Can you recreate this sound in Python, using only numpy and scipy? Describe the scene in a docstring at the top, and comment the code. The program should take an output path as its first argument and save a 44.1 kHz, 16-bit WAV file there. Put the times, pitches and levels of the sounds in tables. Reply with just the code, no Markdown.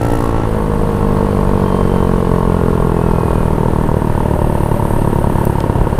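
"""On a street, from the seat of a small one-cylinder scooter with an open exhaust.
Each firing sends a puff of gas down the pipe and makes it ring. The scooter pulls hard, the throttle
shuts after half a second, and the engine runs down, burbling as some firings go weak.
Valves chatter, gears whine, rubbing metal sizzles, and loose parts on the frame tick twice.
Wind buffets the microphone while the tyres hiss and crunch over the asphalt."""
import sys
import numpy as np
from scipy import signal
from scipy.fft import rfft, irfft
from scipy.io import wavfile
from scipy.ndimage import uniform_filter1d, minimum_filter1d

SR = 44100
rng = np.random.default_rng(int(sys.argv[2]) if len(sys.argv) > 2 else 0)


def dump_mix(stems):
    """Bounce the given channels to the path in sys.argv[1] as a 16-bit WAV at rate SR."""
    frames = np.atleast_2d(stems).T  # one column per channel
    limited = np.clip(frames, -1, 1)  # hard clip at full scale
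    pcm = np.round(limited * 32767).astype(np.int16)
    wavfile.write(sys.argv[1], SR, pcm)


N = 264159
T = np.arange(N) / SR

# how fast the engine runs: (time [s], speed [firings per s])
ENGINE_SPEED = [(0, 57.8), (.15, 57.8), (.34, 56.1), (.56, 52.961), (.98, 51.019), (1.8, 46.573),
                (2.45, 43.724), (3.77, 38.789), (5.1, 35.711), (6, 34.394)]
# how far the throttle is open: (time [s], opening [0 to 1])
THROTTLE = [(0, 0.98), (.15, 0.9), (.23, 0.58), (.44, 0.85), (.48, 0), (6, 0)]
# how often the slowing engine misses (fires weakly): (time [s], gap between misses [firings])
MISS_EVERY = [(3.55, 6.1), (4.6, 3.7), (5.4, 4.2), (5.6, 2)]
# exhaust volume, highest midway through the run-down: (time [s], gain [dB])
EXHAUST_VOLUME = [(0, -17), (.44, -19.5), (.6, -16.5), (2, -13.5), (3.6, -14.5), (5.75, -14), (6, -17.5)]
# A "tone" table says how strong the low and high parts of a sound are next to each other.
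# tone of a puff while pulling: (frequency [Hz], level [dB])
PUFF_PULLING = [(30, -41), (105, 5.5), (225, -6.5), (290, 4.5), (380, -2), (490, 0), (740, -7.5), (830, -1),
                (930, -4.5), (1030, -20), (1350, -39), (1860, -22), (2500, -37), (3500, -51)]
# tone of a puff while coasting fast: (frequency [Hz], level [dB])
PUFF_FAST = [(30, 3.5), (100, -1.5), (190, -2), (260, 3), (400, -10.5), (500, -7.5), (620, -7),
             (770, -24.5), (850, -18.5), (925, -7), (1010, -11), (1090, -7), (1270, -26.5), (1750, -39),
             (3500, -57.5)]
# tone of a puff while coasting slowly: (frequency [Hz], level [dB])
PUFF_SLOW = [(30, -4), (110, 2), (190, -2), (335, 1.5), (430, -12), (570, -3), (790, -23), (880, -9),
             (940, -6), (1015, -13), (1085, -16.5), (1250, -29), (3500, -52)]
# two pipe notes that sink as the gas cools: (time [s], lower note [Hz], upper note [Hz])
PIPE_NOTES = [(.5, 228, 470), (1.5, 201, 455), (2.6, 185, 421), (3.5, 164, 421)]
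# tone of gas swirling out of the pipe: (frequency [Hz], level [dB])
GAS_TONE = [(60, -21.5), (190, 7), (290, 1), (450, 0.5), (560, 1), (740, -7), (900, 5), (1000, -11),
            (1090, 1), (1250, -25.5), (1700, -24), (2500, -56), (6000, -37.5)]
# tone of the gurgle of a miss: (frequency [Hz], level [dB])
GURGLE_TONE = [(100, -31), (200, -0.5), (330, -2), (420, -5.5), (570, -4), (720, -17), (1000, -25),
               (1600, -35.5)]
# tone of rasping gas while pulling: (frequency [Hz], level [dB])
RASP_TONE = [(1500, -22), (4200, 0.5), (6500, -3), (9000, 1.5), (11500, 1.5), (13000, -4), (15500, -6)]
# notes of the pipe's metal wall: (pitch [Hz], width [Hz], relative level [dB])
WALL_NOTES = [(1338, 17, 6), (1850, 33, -5.5), (2620, 83, -10), (5630, 200, -15)]
# tone of the dry crack at the front of a pop: (frequency [Hz], level [dB])
CRACK_TONE = [(200, -10), (700, 2), (1200, -6), (2000, -18), (3000, -19), (4500, -42)]
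# tone of the chattering valves: (frequency [Hz], level [dB])
VALVE_TONE = [(1200, -8), (1800, 13.5), (2250, -11), (2800, 6.5), (3400, -22), (5000, -12), (8000, -26)]
# tone of wind on the microphone: (frequency [Hz], level [dB])
WIND_TONE = [(8, -3), (20, -0.5), (36, -5), (60, -8), (100, -9.5), (200, -19), (400, -22), (800, -26),
             (2000, -67)]
# gusts and lulls of the wind: (middle [s], half length [s], level change [dB])
GUSTS = [(.65, 0.56, 1.5), (2.2, 0.37, -2), (5.83, 0.099, 4)]
# tone of tyre and engine hiss: (frequency [Hz], level [dB])
ROAD_TONE = [(740, -20.5), (1250, 0), (1390, 0), (2320, -15), (3030, -14.5), (5160, -29), (7580, -27),
             (8710, -25), (9800, -26), (10400, -25), (14700, -42.5), (15500, -36), (16000, -39)]
# tone of grit under the tyres: (frequency [Hz], level [dB])
GRIT_TONE = [(1100, -10), (1700, 12), (2300, 13), (3000, -0.5), (4400, 9), (5600, 0.5), (7500, -8),
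             (12000, -24)]
# worn stretches of asphalt: (middle [s], half length [s], level rise [dB])
WORN_ASPHALT = [(1.6, 0.97, 5.8), (3.22, 0.15, 4.2)]
# notes of rubbed thin metal in the drive: (pitch [Hz], width [Hz], relative level [dB])
SIZZLE_NOTES = [(8400, 450, -2.5), (8950, 540, 0), (10550, 990, -1), (11520, 450, -3.5),
                (12700, 1200, -2.5), (14500, 1200, -3.5)]
# moments when the drive rubs harder: (middle [s], half length [s], level rise [dB])
RUBS = [(3.25, .22, 2.9), (4.85, 0.56, 5.8), (5.46, 0.12, 3.8)]
# gear whines: (start [s], end [s], starting pitch [Hz], pitch fall [Hz per s], level [dB])
GEAR_WHINES = [(1.62, 2.1, 3190, 270, -47), (2.1, 2.6, 2995, 130, -53), (2.93, 3.48, 2575, 230, -47.5),
               (2.5, 3.4, 1420, 75, -40), (4.12, 4.9, 605, 36, -30)]
# ticks of loose parts: (time [s], pitch [Hz], width [Hz], starting level [dB], fade time [s])
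TICKS = [(5.453, 13080, 5000, -15, 0.0011), (5.604, 8000, 1400, -27, 0.0014),
         (5.604, 2800, 2600, -22.5, 0.0025)]


def firings(spread_db, jitter_s, carry):
    """One kick per engine cycle. A miss burns only partly, and its unburnt fuel boosts the next kick."""
    miss_share, miss_spread = 0.45, 0.041  # a miss keeps this share of a full kick, give or take
    cycles = np.cumsum(curve(ENGINE_SPEED)) / SR + .274
    times = np.interp(np.arange(1, int(cycles[-1]) + 1), cycles, T)
    size, slip, burn = rng.standard_normal((len(times), 3)).T
    when, every = np.transpose(MISS_EVERY)
    misses_per_firing = (times > when[0]) / np.interp(times, when, every)
    is_miss = np.diff(np.floor(np.cumsum(misses_per_firing) + .9), prepend=0)
    unburnt = is_miss * (1 - np.clip(miss_share + miss_spread * burn, .01, 1))
    strength = (1 - unburnt) * (1 + carry * np.roll(unburnt, 1))
    at = np.clip(np.round((times + jitter_s * slip) * SR).astype(int), 0, N - 1)
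    kicks, misses = np.zeros((2, N))
    kicks[at] = strength * gain_of(spread_db * size)
    misses[at] = unburnt
    return kicks, misses


def exhaust(kicks, misses, throttle):
    """Puffs of gas, brighter while pulling and deeper as the engine slows, with their rush and gurgle."""
    pulling = pipe(kicks, PUFF_PULLING, slosh=-0.85, round_trip_s=0.00458, echo=0.45)
    fast = pipe(kicks, PUFF_FAST, slosh=0.56, round_trip_s=0.003587, echo=0.94)
    low_note = 0.77 * resonate(fast, curve(PIPE_NOTES, column=1), width_hz=33)
    high_note = 1.9 * resonate(fast, curve(PIPE_NOTES, column=2), width_hz=51)
    popping = gain_of(0.5) * pipe(kicks, PUFF_SLOW, slosh=0.49, round_trip_s=0.003497, echo=1.0)
    hollow = .7 * resonate(popping, hz=935, width_hz=110)
    slow = slower_than(rate=39.2, blend=2.4)
    coasting = (1 - slow) * evened(fast + low_note + high_note) + slow * (popping + hollow)
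    puffs = np.sqrt(throttle) * pulling + np.sqrt(1 - throttle) * coasting
    return gain_of(curve(EXHAUST_VOLUME)) * (puffs + gas_rush(kicks, throttle) + gurgle(misses))


def pipe(kicks, puff_tone, slosh, round_trip_s, echo):
    """Gas sloshes at the start of the pipe, then the open end sends back a duller, upside-down puff."""
    taps = np.zeros(45)
    taps[[0, -1]] = 1, slosh
    wave = signal.lfilter(taps[::-1], taps, colour(kicks, puff_tone))  # longer puff, same tone
    dulled = uniform_filter1d(wave, size=44)
    return evened(wave - echo * delayed(dulled, round_trip_s))


def gas_rush(kicks, throttle):
    """Swirling gas leaves the pipe, surging after each puff."""
    flow = .5 + bursts(np.sqrt(kicks), decay_s=.006)
    return gain_of(-9.5 - 5 * throttle) * shaped_noise(flow, GAS_TONE)


def gurgle(misses):
    """With no pressure behind a miss, gas is sucked back just before the puff is due."""
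    backflow = delayed(bursts(misses, decay_s=0.0068), seconds=-0.0065)
    return gain_of(-17.5) * shaped_noise(backflow, GURGLE_TONE)


def rasp(kicks):
    """A sharp hiss of gas follows each firing during the first hard pull, then dies away."""
    hold_s, fall_db_per_s = 0.22, 80
    spurts = uniform_filter1d(delayed(bursts(kicks, decay_s=0.0031), seconds=0.0036), size=130)
    level_db = -42 - fall_db_per_s * np.maximum(T - hold_s, 0)
    return gain_of(level_db) * shaped_noise(spurts, RASP_TONE)


def pipe_wall(kicks, throttle):
    """Hard firings make the thin metal of the pipe ring with a brassy edge."""
    ring = sum(gain_of(db) * evened(resonate(kicks, hz, width)) for hz, width, db in WALL_NOTES)
    return gain_of(-35) * throttle * evened(ring)


def half_open_ring(kicks, throttle):
    """A nasal note of the pipe, loudest at half throttle and silent once it shuts."""
    hz, width_hz = 1103, 120
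    ring = resonate(resonate(kicks, hz, width_hz), hz, width_hz)
    return gain_of(-27) * np.sin(np.pi * throttle) ** 2 * evened(ring)


def crack(kicks):
    """Once the engine has slowed, full firings burst out with a dry crack, some louder than others."""
    scatter_db = 5 * np.clip(rng.standard_normal(N), -2, 2)
    edges = delayed(kicks ** 2 * gain_of(scatter_db), seconds=0.001214)
    return gain_of(-39) * slower_than(rate=42, blend=6.3) * evened(colour(edges, CRACK_TONE))


def valves(kicks, throttle):
    """Metal valves tap once a cycle, loudest while pulling and when the engine runs slowly."""
    taps = delayed(bursts(np.sign(kicks), decay_s=0.0051), seconds=0.0015)
    steady_hiss = 1 - throttle
    level_db = -48 + 9 * throttle + 4.5 * slower_than(rate=38, blend=0.58)
    return gain_of(level_db) * shaped_noise(taps + steady_hiss, VALVE_TONE)


def wind():
    """Swirling air rumbles on the microphone, rising in gusts and sinking in lulls."""
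    lumps = gain_of(0.49 * drift(21))
    return gain_of(-16.5 + swells(GUSTS)) * shaped_noise(lumps, WIND_TONE)


def road_hiss(kicks):
    """Tyre noise and engine hiss, pulsing a little with each firing."""
    flutter = (1 + 0.048 * bursts(kicks, decay_s=0.03)) * gain_of(drift(120))
    return gain_of(-34.5) * shaped_noise(flutter, ROAD_TONE)


def grit():
    """Fine grit crunches under the tyres, louder on worn asphalt."""
    crunch = gain_of(2.5 * drift(200))
    return gain_of(-51.5 + swells(WORN_ASPHALT)) * shaped_noise(crunch, GRIT_TONE)


def drive_sizzle(throttle):
    """Light rubbing makes thin metal in the drive ring as the scooter coasts."""
    ring = np.zeros(N)
    for hz, width, db in SIZZLE_NOTES:
        loudness = gain_of(db + 0.93 * drift(5))
        ring += loudness * band_noise(hz * (1 + .008 * drift(2.6)), width)
    level_db = -47.5 + swells(RUBS) + 0.99 * drift(70)
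    return gain_of(level_db) * (1 - throttle) * evened(ring)


def gear_whine():
    """The gears sing in thin notes that come and go, sinking as the scooter slows."""
    sound = np.zeros(N)
    for start, end, hz, fall, db in GEAR_WHINES:
        fade = uniform_filter1d(1. * ((T > start) & (T < end)), size=6000)
        pitch = (hz - fall * (T - start)) * (1 + 0.0091 * drift(58.6))
        note = evened(np.sin(2 * np.pi * np.cumsum(pitch) / SR))
        sound += fade * gain_of(db + 1.2 * drift(62)) * note
    return sound


def ticks():
    """Loose parts on the frame give short, bright clicks."""
    return sum(gain_of(db) * (T >= start) * np.exp(-abs(T - start) / decay) * band_noise(hz, width)
               for start, hz, width, db, decay in TICKS)


def gain_of(db):
    """Turns decibels into a number to multiply a sound by."""
    return 10 ** (np.asarray(db) / 20)


def evened(x):
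    """Scales a signal to an average strength (rms) of one."""
    return x / np.sqrt(np.mean(x ** 2) + 1e-20)


def curve(rows, column=1):
    """Joins the points of a time table with straight lines, giving a value for every sample."""
    rows = np.asarray(rows, float)
    return np.interp(T, rows[:, 0], rows[:, column])


def slower_than(rate, blend):
    """Goes from 0 to 1 as the engine falls through the given firings per second."""
    return (1 + np.tanh((rate - curve(ENGINE_SPEED)) / blend)) / 2


def swells(rows):
    """Smooth rises or dips in dB, one for each row."""
    return sum(db * np.exp(-((T - middle) / half) ** 2) for middle, half, db in rows)


def drift(rate_hz):
    """A random wobble of strength one, up to about the given rate."""
    f = np.fft.rfftfreq(N, 1 / SR)
    return evened(irfft(rfft(rng.standard_normal(N)) / (1 + (f / rate_hz) ** 4), N))


def delayed(x, seconds):
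    """The same signal, later (or earlier, for a negative time)."""
    return np.interp(T - seconds, T, x, left=0)


def bursts(kicks, decay_s):
    """A loudness curve that jumps at every kick and dies away."""
    return evened(signal.lfilter([1], [1, -np.exp(-1 / (decay_s * SR))], kicks))


def colour(x, tone, size=8192):
    """Filters a sound so that its lows and highs follow a tone table."""
    hz, db = np.transpose(tone)
    f = np.fft.rfftfreq(size, 1 / SR)
    shape_db = np.interp(np.log(f + 1), np.log(hz + 1), db)
    shape_db -= 24 * np.log2(np.maximum(f / hz[-1], 1))  # fade out above the last row
    # folding the cepstrum makes the filter ring after each kick, never before it
    cepstrum = irfft(np.log(gain_of(np.maximum(shape_db, -100))))
    cepstrum[1:size // 2] *= 2
    cepstrum[size // 2 + 1:] = 0
    return signal.oaconvolve(x, irfft(np.exp(rfft(cepstrum))))[:N]


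def shaped_noise(loudness, tone):
    """Noise of strength one that follows a loudness curve and a tone table."""
    return evened(colour(loudness * rng.standard_normal(N), tone))


def resonate(x, hz, width_hz):
    """Lets a sound ring at one steady or moving pitch; a smaller width rings longer."""
    turn = np.exp(2j * np.pi * np.cumsum(hz * np.ones(N)) / SR)
    keep = np.exp(-np.pi * width_hz / SR)
    return 2 * (turn * signal.lfilter([1 - keep], [1, -keep], x / turn)).real


def band_noise(hz, width_hz):
    """Noise gathered around one steady or moving pitch."""
    keep = np.exp(-np.pi * width_hz / SR)
    noise = rng.standard_normal(N) + 1j * rng.standard_normal(N)
    smoothed = signal.lfilter([1], [1, -2 * keep, keep * keep], noise)
    turn = np.exp(2j * np.pi * np.cumsum(hz * np.ones(N)) / SR)
    return evened((smoothed * turn).real)


def scene():
    """Engine, wind, road and drive, added up in one channel at the rider's chest."""
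    throttle = curve(THROTTLE)
    kicks, misses = firings(spread_db=0.95, jitter_s=.00005, carry=0.029)
    engine = exhaust(kicks, misses, throttle) + rasp(kicks)
    engine += pipe_wall(kicks, throttle) + half_open_ring(kicks, throttle)
    engine += crack(kicks) + valves(kicks, throttle)
    street = wind() + road_hiss(kicks) + grit()
    return (engine + street + drive_sizzle(throttle) + gear_whine() + ticks())[None]


def record(dry):
    """The microphone drops the deepest rumble, a limiter turns down peaks, and the top treble is cut."""
    rumble_hz, ceiling, treble_hz = 12, .93, 15600
    heard = signal.sosfilt(signal.butter(2, rumble_hz, "high", fs=SR, output="sos"), dry)
    safe_gain = np.minimum(1, ceiling / (abs(heard[0]) + 1e-9))
    limited = heard * uniform_filter1d(minimum_filter1d(safe_gain, size=101), size=101)
    treble_cut = signal.firwin(511, treble_hz, window=("kaiser", 9), fs=SR)
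    return signal.oaconvolve(limited, treble_cut[None], "same")


dry = scene()
out = record(dry)
dump_mix(out)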